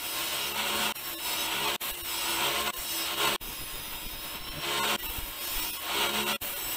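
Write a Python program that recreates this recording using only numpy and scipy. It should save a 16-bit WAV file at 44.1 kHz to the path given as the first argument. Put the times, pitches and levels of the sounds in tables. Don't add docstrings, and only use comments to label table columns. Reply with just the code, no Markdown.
import sys
import numpy as np
from scipy import signal
from scipy.fft import rfft, irfft
from scipy.io import wavfile
from scipy.ndimage import uniform_filter1d

SR = 44100
rng = np.random.default_rng(int(sys.argv[2]) if len(sys.argv) > 2 else 0)


def master_out(mix):
    frames = np.transpose(np.atleast_2d(mix))
    ceiling = np.clip(frames, -1, 1)
    pcm = np.round(ceiling * 32767).astype(np.int16)
    wavfile.write(sys.argv[1], SR, pcm)


N = 298116
T = np.arange(N) / SR
HZ = np.fft.rfftfreq(N, 1 / SR)
LOUD_ROAR_DB = -34
TOP_HZ = 15600

# start/s, end/s, ring/dB, kind of cut, rasp/dB, dust/dB
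CUTS = [(0, .55, 0.5, 0.63, -48, -55), (1.19, 1.516, -2, 0, -49.5, -44), (2.05, 2.422, 0.5, 0.21, -62, -61),
        (2.828, 3.123, 0, 0, -47.5, -56), (3.38, 4.392, -6.5, 1.5, -75, -47),
        (5.367, 5.81, -0.5, 2.2, -47.5, -45), (6.566, 6.868, -17, 0.059, -54.5, -54)]
# stop/s, back/s, fall time/s, depth/dB
DROPOUTS = [(.922, .957, .004, 33), (1.762, 1.815, .004, 38), (2.703, 2.738, .016, 29),
            (3.362, 3.415, .003, 39), (4.962, 4.991, .005, 26), (6.362, 6.42, .014, 38)]


def gain_of(db):
    return 10 ** (np.asarray(db) / 20)


def unit_rms(x):
    return x / np.sqrt(np.mean(x ** 2) + 1e-20)


def sum_db(*gains):
    return 10 * np.log10(sum(gain ** 2 for gain in gains))


def spectrum_db(points):
    hz, db = np.transpose(points)
    return np.interp(np.log(HZ + 1), np.log(hz + 1), db)


def wander(per_s, count=1024):
    rolloff = np.sqrt(1 + (HZ[:count // 2 + 1] / per_s) ** 4)
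    slow = irfft(rfft(rng.standard_normal(count)) / rolloff)
    return unit_rms(np.interp(T, np.linspace(0, T[-1], count), slow))


def colour(x, db, band_hz):
    shaped = rfft(x) * gain_of(db)
    inside = (HZ > band_hz[0]) & (HZ < band_hz[1])
    return irfft(shaped, N) * N / np.sqrt(2 * np.sum(abs(shaped[inside]) ** 2))


def gate(t, start, end, ease_s=0.07):
    return np.clip(np.minimum(t - start, end - t) / ease_s, 0, 1)


def in_wood():
    return sum(gate(T, start, end) for start, end, *_ in CUTS)


def motor_speed():
    # t/s, rate/Hz
    speed = [(0, 65.7), (.14, 65.5), (.3, 67.7), (.45, 69.5), (.62, 70.6), (.93, 72.4), (.945, 69.7),
             (1.17, 66.6), (1.3, 64.7), (1.47, 64.7), (1.63, 69.2), (1.78, 71.2), (1.8, 71), (1.97, 69.7),
             (2.1, 67.6), (2.25, 66.3), (2.4, 68), (2.55, 70.3), (2.715, 71.3), (2.73, 71), (2.86, 67.8),
             (3.02, 65.4), (3.12, 66.4), (3.25, 69.2), (3.38, 70.7), (3.395, 64.1), (3.6, 62.7),
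             (3.8, 62.3), (4.02, 62.9), (4.25, 64), (4.47, 67.3), (4.78, 70.3), (4.972, 71.2),
             (4.982, 67.6), (5.2, 64.5), (5.4, 62.8), (5.63, 62.8), (5.8, 64.6), (6, 68.8), (6.15, 70.6),
             (6.385, 71.7), (6.4, 72.8), (6.55, 69.4), (6.65, 67), (6.76, 65.3)]
    return np.interp(T, *np.transpose(speed)) * (1 + 0.00072 * wander(21.5))


def sled_levels(idle_db=-45.5, fresh_db=-42.5, settle_s=0.35):
    # whine/dB, roar start/s, swell/s, full roar/dB, steady rasp/dB, steady dust/dB
    passes = [(-2.5, 0.025, 0.63, -36, -46.5, -43.5), (0, 1.113, .42, -36, -48, -43.5),
              (-5, 1.954, 0.46, -35.5, -46, -43.5), (-4, 2.93, 0.27, -34.5, -44, -42.5),
              (-1, 4.556, 0.23, -33.5, -56.5, -48.5), (-2.5, 5.81, 0.11, -34.5, -50, -43),
              (-1.5, 7.34, .3, -33, -47.5, -40.5)]
    changes = [(stop + back) / 2 for stop, back, _, _ in DROPOUTS]
    under_way = np.array(passes)[np.searchsorted(changes, T)]
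    whine_db, roar_s, swell_s, full_db, steady_rasp_db, steady_dust_db = under_way.T
    swell = gain_of(full_db) * np.clip((T - roar_s) / swell_s, 0, 1)
    load = sum(gain_of(db) * np.sin(np.pi * np.clip((T - start) / (end - start), 0, 1))
               for start, end, _, _, db, _ in CUTS)
    thrown = sum(gain_of(db) * gate(T, start, end) for start, end, *_, db in CUTS)
    fresh = sum(gain_of(fresh_db) * (T > stop) * np.exp(-abs(T - back) / settle_s)
                for stop, back, _, _ in DROPOUTS)
    roar_db = sum_db(gain_of(idle_db), swell, load * gain_of(4))
    rasp_db = sum_db(gain_of(steady_rasp_db), load, swell * gain_of(-6.5))
    dust_db = sum_db(gain_of(steady_dust_db), thrown, fresh, swell * gain_of(-9.5))
    return whine_db, roar_db, rasp_db, dust_db


def housing_db(hz):
    # f/Hz, width/Hz, gain/dB
    resonances = [(138.1, 5, 11.5), (214.9, 11, 14), (337.4, 46, 6), (417, 21, 14), (560, 144, 10.5),
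                  (972, 37, 7), (1071, 69, 11.5), (1393, 40, 7), (2206, 82, 1.5), (2950, 88, -7),
                  (3220, 37, -5), (4740, 30, 10)]
    return sum(db / (1 + (2 * (hz - centre) / width) ** 2) for centre, width, db in resonances)


def reflections(step_hz=30):
    heights = rng.standard_normal(4096)
    return np.minimum(unit_rms(np.interp(HZ / step_hz, np.arange(len(heights)), heights)), 1)


def growl(turns, roar_db):
    overtones = sum(np.sin(2 * np.pi * (k * turns + rng.random()) + 0.95 * wander(12))
                    for k in range(7, 23))
    return overtones * gain_of(-20 + 0.39 * (roar_db - LOUD_ROAR_DB))


def roar(turns, level_db, comb_db=5.5):
    # f/Hz, level/dB
    spectrum = [(60, -33), (130, -18), (260, -12.5), (340, -4.5), (480, -10.5), (700, -3.5), (900, -1.5),
                (1100, -3.5), (1700, -4.5), (2300, -0.5), (2950, 3.5), (3600, 0.5), (4200, -4.5),
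                (4550, -12.5), (6000, -12.5), (9000, -28)]
    air = rng.standard_normal(N) + growl(turns, level_db)
    shape_db = spectrum_db(spectrum) + 0.5 * housing_db(HZ)
    one, other = (colour(air, shape_db + comb_db * reflections(), (400, 2400)) for _ in range(2))
    shift = (1 + np.tanh(2 * wander(3.1))) / 2
    return (shift * one + (1 - shift) * other) * gain_of(level_db + 0.12)


def chips(per_s, spread_db):
    size = gain_of(spread_db * np.minimum(rng.exponential(1, N), 4))
    return unit_rms(size * rng.standard_normal(N) * (rng.random(N) < per_s / SR))


def glinting(hiss, streak_db=3.2, lasting_db=2):
    frames = signal.stft(hiss, nperseg=1024, noverlap=768)[2]
    streaks = uniform_filter1d(rng.standard_normal(frames.shape), size=9, axis=1)
    streaks = unit_rms(uniform_filter1d(streaks, size=2, axis=0))
    lasting = unit_rms(uniform_filter1d(rng.standard_normal(len(frames)), size=2))[:, None]
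    frames *= gain_of(streak_db * np.minimum(streaks, 2) + lasting_db * np.minimum(lasting, 2))
    return signal.istft(frames, nperseg=1024, noverlap=768)[1][:N]


def rasp(turns, level_db):
    # f/Hz, level/dB
    spectrum = [(2000, -6.5), (4500, -1), (5500, 1), (6700, -0.5), (7600, 3.5), (8300, 6.5), (9000, -0.5),
                (10500, -8), (14000, -31)]
    fibres = rng.standard_normal(N) + 0.33 * chips(per_s=2800, spread_db=1)
    fibres *= 1 + 0.017 * np.cos(2 * np.pi * turns)
    return colour(glinting(fibres), spectrum_db(spectrum), (6300, 8800)) * gain_of(level_db - 2)


def dust(level_db):
    # f/Hz, level/dB
    spectrum = [(1500, -3), (2700, -5), (4500, -38), (8000, -6), (10000, -4), (12000, 1), (13700, 1),
                (15400, 4.5)]
    spray = rng.standard_normal(N) + 0.77 * chips(per_s=3000, spread_db=3.1)
    return colour(glinting(spray), spectrum_db(spectrum), (11500, 15500)) * gain_of(level_db - 0.5)


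def ringing(hz, width_hz, count=16384):
    t = np.linspace(0, T[-1], count)
    blows = rng.standard_normal(count) + 1j * rng.standard_normal(count)
    swing = np.fft.ifft(blows / (1 + (np.fft.fftfreq(count, t[1]) / width_hz) ** 2))
    limited = np.interp(T, t, swing / abs(swing) ** 0.4)
    return unit_rms((limited * np.exp(2j * np.pi * hz * T)).real)


def blade_ring(tilt_db_per_octave=0.85):
    # f/Hz, then relative level/dB in a corner cut, on the first edge, on the second edge
    modes = [(2497, -58, -57, -54), (2670, -57, -61, -56), (2880, -54, -62, -63), (3285, -55, -56, -53),
             (3375, -63, -62, -58), (3808, -48, -56, -56), (4030, -58, -62, -62), (4368, -52, -62, -56),
             (4895, -61, -62, -57), (4969, -53, -59, -67), (5060, -57, -60, -61), (5278, -53, -61, -56),
             (5313, -48, -65, -62), (5508, -59, -67, -53), (5932, -57, -65, -68), (6130, -74, -63, -59),
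             (6228, -59, -69, -66), (7004, -64, -74, -68), (7994, -52, -71, -62), (8328, -61, -74, -63),
             (8759, -74, -74, -58), (8995, -59, -71, -65), (9170, -62, -74, -61), (9227, -74, -60, -59),
             (9302, -62, -74, -70), (9512, -74, -74, -60), (9780, -66, -60, -61), (10594, -61, -70, -66),
             (10788, -62, -66, -65), (11110, -59, -61, -61), (11445, -62, -66, -60), (12215, -65, -66, -58),
             (12430, -62, -72, -62), (13500, -58, -68, -62), (13706, -61, -58, -52), (13927, -61, -70, -64),
             (14126, -67, -60, -56), (15342, -59, -60, -52)]
    out, t = np.zeros(N), np.linspace(0, T[-1], 2048)
    for hz, *levels_db in modes:
        drive = sum(gain_of(ring_db + np.interp(kind, (0, 1, 2), levels_db)) * gate(t, start, end)
                    for start, end, ring_db, kind, *_ in CUTS)
        tilt = gain_of(tilt_db_per_octave * np.log2(hz / modes[0][0]))
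        out += ringing(hz, width_hz=10) * np.interp(T, t, drive) * tilt
    return out * gain_of(3.5)


def free_ring(rasp_db):
    # f/Hz, width/Hz, relative level/dB
    modes = [(2880, 30, -6), (3808, 14, -10), (4368, 14, -13)]
    return sum(ringing(hz, width) * gain_of(db) for hz, width, db in modes) * gain_of(rasp_db + 1)


def shimmer(level_db, per_s=130, band_hz=(5500, 15300), length_s=(0.04, 0.18)):
    out = np.zeros(N)
    for when, pitch, span, size in rng.random((round(per_s * T[-1]), 4)):
        start = int(when * N)
        t = T[start:start + int(np.interp(span, (0, 1), length_s) * SR)]
        tone = np.sin(2 * np.pi * np.interp(pitch, (0, 1), band_hz) * t) * np.hanning(len(t))
        out[start:start + len(t)] += tone * gain_of(7 * size - 8.75)
    return out * in_wood() * gain_of(level_db - 1)


def blade_resonance(hz, centre_hz=5460, half_width_hz=110):
    return gain_of(-2.5 + 6 / (1 + ((hz - centre_hz) / half_width_hz) ** 2))


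def whine(turns, turn_hz, whine_db, roar_db, free_turn_hz=70.5, free_roar_db=-37.3):
    # cycles a turn, level/dB, change clear of the wood/dB, change at free speed or full roar/dB
    tones = [(59, -50, -1, -12), (80, -51, -3, -11), (120, -64, 3, 9), (160, -55, 0, -3)]
    out = np.zeros(N)
    clear = 1 - in_wood()
    free = (1 + np.tanh(np.maximum(turn_hz - free_turn_hz, roar_db - free_roar_db))) / 2
    for k, db, clear_db, free_db in tones:
        tone = np.sin(2 * np.pi * k * turns + 0.5 * wander(25)) * blade_resonance(k * turn_hz)
        waver_db = 4.5 * np.minimum(wander(17), 1)
        out += tone * gain_of(db + clear * clear_db + free * free_db + waver_db)
    return np.sqrt(2) * out * gain_of(whine_db)


def hum(turns, turn_hz, roar_db):
    # cycles a turn, relative level/dB, extra dB per dB of roar above LOUD_ROAR_DB
    overtones = [(1, -22.5, -0.1), (2, -28, 0.5), (3, -23, 1), (4, -32, 8), (5, -18, 0.1), (6, -24, 1.5),
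                 (8, -34, 0.6)]
    out = np.zeros(N)
    for k, db, growth in overtones:
        level_db = db + growth * (roar_db - LOUD_ROAR_DB) + housing_db(k * turn_hz) + 2.6 * wander(7.2)
        out += gain_of(level_db) * np.sin(2 * np.pi * k * turns + 0.42 * wander(12))
    return np.sqrt(2) * out * gain_of(roar_db)


def squeals():
    # start/s, end/s, f/Hz, width/Hz, relative level/dB
    bursts = [(.06, .22, 9184, 10, -48), (.35, .5, 5530, 14, -48), (.68, .88, 4290, 14, -48),
              (1.24, 1.48, 3806, 10, -43), (1.14, 1.36, 9005, 10, -53), (1.92, 2.27, 8995, 10, -51),
              (1.95, 2.13, 13700, 300, -43), (2.04, 2.43, 7994, 10, -50), (2.73, 2.99, 8995, 10, -50),
              (2.73, 2.89, 5510, 14, -51), (2.86, 3.05, 13480, 170, -42), (3.42, 3.98, 10788, 10, -53),
              (4.38, 4.53, 5380, 12, -47), (4.99, 5.14, 11420, 10, -48), (4.99, 5.13, 13400, 260, -43),
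              (5.46, 5.74, 14700, 600, -42), (6.2, 6.29, 14000, 260, -40), (6.56, 6.8, 8000, 14, -44),
              (6.66, 6.8, 13300, 180, -41)]
    return sum(ringing(hz, width) * gate(T, start, end) * gain_of(db + 1.5)
               for start, end, hz, width, db in bursts)


def gritty_bursts(attack_s=0.014, fade_db=-6, release_s=0.15):
    # t/s, length/s, level/dB
    bursts = [(0.363, 0.13, -34), (0.582, 0.13, -30.5), (1.433, 0.59, -38.5), (1.645, 0.084, -37),
              (2.397, 0.22, -34.5), (2.672, .07, -26.5), (3.052, 0.15, -31), (3.222, 0.24, -37),
              (4.618, 0.12, -34), (5.874, 0.32, -34)]
    # f/Hz, level/dB
    spectrum = [(200, -30), (600, -7.5), (1000, 1), (1700, -10.5), (2500, 1.5), (3500, 1), (4200, -3),
                (5200, -24), (9000, -42)]
    grit = rng.standard_normal(N) + 0.35 * chips(per_s=1500, spread_db=2.2)
    envelope = np.zeros(N)
    for s, length, db in bursts:
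        ramps = np.clip(np.minimum((T - s) / attack_s, (s + length - T) / release_s), 0, 1)
        envelope += ramps * gain_of(db + fade_db * np.clip((T - s) / length, 0, 1))
    return colour(grit, spectrum_db(spectrum), (500, 5000)) * envelope


def dips_db():
    # t/s, depth/dB, half width/s
    dips = [(0.534, 7, 0.034), (1.927, 12, 0.011), (2.031, 17.5, 0.0094), (2.642, 8.5, 0.02),
            (3.16, 7.5, 0.016), (4.075, 5, 0.036), (5.72, 17, 0.013), (6.12, 6, 0.02), (6.25, 8.5, 0.019)]
    return sum(depth * np.exp(-((T - s) / width) ** 2) for s, depth, width in dips)


def stutter(x, bands=20, linger_s=0.009, hush_db_per_s=1000):
    # t/s, half width/s, first note f/Hz, second note f/Hz, level/dB
    catches = [(.536, .008, 2697, 856, -46), (.982, .009, 3032, 2526, -48), (1.164, .018, 3603, 329, -48),
               (1.666, .008, 1137, 876, -37), (1.923, .008, 2715, 3849, -48),
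               (1.965, .008, 2876, 2699, -48), (2.027, .009, 3814, 8925, -51),
               (2.692, .01, 1126, 1003, -38), (2.753, .01, 1045, 2875, -46), (3.265, .007, 2968, 1412, -39),
               (4.078, .009, 3109, 2397, -50), (4.503, .011, 2678, 3055, -52),
               (4.815, .017, 1089, 1437, -38), (4.867, .007, 2881, 1383, -39),
               (5.016, .01, 2884, 1961, -49), (5.079, .011, 2699, 3900, -48), (5.4, .008, 2694, 4896, -49),
               (5.464, .008, 5272, 2886, -47), (5.612, .009, 998, 2511, -48),
               (5.721, .009, 2646, 3506, -48), (5.786, .009, 1093, 2961, -45),
               (6.082, .009, 3284, 1400, -40), (6.253, .01, 2861, 1038, -43), (6.35, .016, 2849, 2464, -42),
               (6.552, .01, 2701, 1465, -47)]
    edges_hz = np.linspace(0, 1, bands + 1) ** 1.3 * (TOP_HZ - 250) + 250
    out = x.copy()
    for s, width, first_hz, second_hz, db in catches:
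        near = abs(T - s) < 2 * (width + linger_s)
        t = T[near] - s
        hz, density = signal.periodogram(x[near], SR, "hann", nfft=8192)
        tones = [(first_hz, gain_of(db)), (second_hz, gain_of(db - 0.5))]
        for low, high in zip(edges_hz, edges_hz[1:]):
            band = density * ((hz >= low) & (hz < high))
            band_rms = np.sqrt(hz[1] * band.sum())
            tones.append((hz[band.argmax()], band_rms * gain_of(-0.5) * np.sqrt(rng.random())))
        buzz = np.sqrt(2) * sum(size * np.sin(2 * np.pi * (f * t + rng.random())) for f, size in tones)
        out[near] *= gain_of(-hush_db_per_s * width * np.exp(-(t / width) ** 4))
        out[near] += buzz * np.exp(-(t / (width + linger_s)) ** 4)
    return out


def buffeting(still_db=-108):
    # f/Hz, level/dB
    spectrum = [(8, -3), (22, 6), (45, -5.5), (90, -12.5), (200, -13), (500, -18.5)]
    # start/s, end/s, relative level/dB
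    spells = [(3.32, 4.66, -41.5), (4.915, 5.413, -42.5), (5.485, 5.768, -42), (6.387, 6.784, -53)]
    # t/s, peak/dB, half width/s
    gusts = [(1.922, -36, 0.006), (2.031, -37, 0.0036), (2.795, -36, 0.0061), (3.8, -38, 0.0018),
             (4.407, -36, 0.011), (4.5, -32.5, 0.0067), (5.1, -30.5, 0.005), (5.187, -28, 0.0037),
             (5.236, -30, .007), (5.574, -28, 0.0077), (6.424, -35, 0.0027)]
    shape_db = spectrum_db(spectrum) - 60 * (HZ > spectrum[-1][0])
    air = colour(rng.standard_normal(N), shape_db, (15, 55))
    lumps = unit_rms(gain_of(4 * wander(14)))
    draught = sum(gain_of(db) * gate(T, start, end, ease_s=0.099) for start, end, db in spells)
    out = air * lumps * (gain_of(still_db) + draught) * gain_of(-5)
    for s, db, width in gusts:
        u = (T - s) / width
        out -= gain_of(db) * (1 - u ** 2 / 2) * np.exp(-u ** 2 / 2)
    return out


def knocks():
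    # t/s, level/dB
    hits = [(2.922, -59), (4.536, -54), (4.557, -54), (4.571, -50), (4.584, -49), (5.183, -52)]
    # f/Hz, gain/dB, t60/s
    modes = [(84.96, -27, .07), (152, 15.5, 0.054), (268, 12, 0.059), (583, 6, 0.15)]
    t, blows = np.arange(SR // 4) / SR, np.zeros(N)
    for s, db in hits:
        blows[round(s * SR)] = gain_of(db)
    ring = sum(gain_of(db - 60 * t / t60) * np.sin(2 * np.pi * hz * t) for hz, db, t60 in modes)
    return signal.oaconvolve(blows, ring)[:N]


def scene(waver_db=1.46):
    turn_hz = motor_speed()
    turns = np.cumsum(turn_hz) / SR
    whine_db, roar_db, rasp_db, dust_db = sled_levels()
    dip_db = dips_db()
    rush = (roar(turns, roar_db) + rasp(turns, rasp_db) + gritty_bursts()) * gain_of(-dip_db)
    rush += dust(dust_db - 0.37 * dip_db)
    ring = blade_ring() + squeals() + free_ring(rasp_db) + shimmer((rasp_db + dust_db) / 2)
    motor = whine(turns, turn_hz, whine_db, roar_db) + hum(turns, turn_hz, roar_db)
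    rush *= gain_of(waver_db * wander(6))
    mono = stutter(rush + ring) + motor + buffeting() + knocks()
    return np.array([mono, mono])


def record(dry, rise_s=0.023):
    drop_db = sum(depth * np.clip(np.minimum((T - stop) / fall, (back - T) / rise_s), 0, 1)
                  for stop, back, fall, depth in DROPOUTS)
    low_pass = signal.firwin(511, TOP_HZ, window=("kaiser", 9), fs=SR)
    return signal.oaconvolve(dry * gain_of(-drop_db), low_pass[None], "same")


dry = scene()
out = record(dry)
master_out(out)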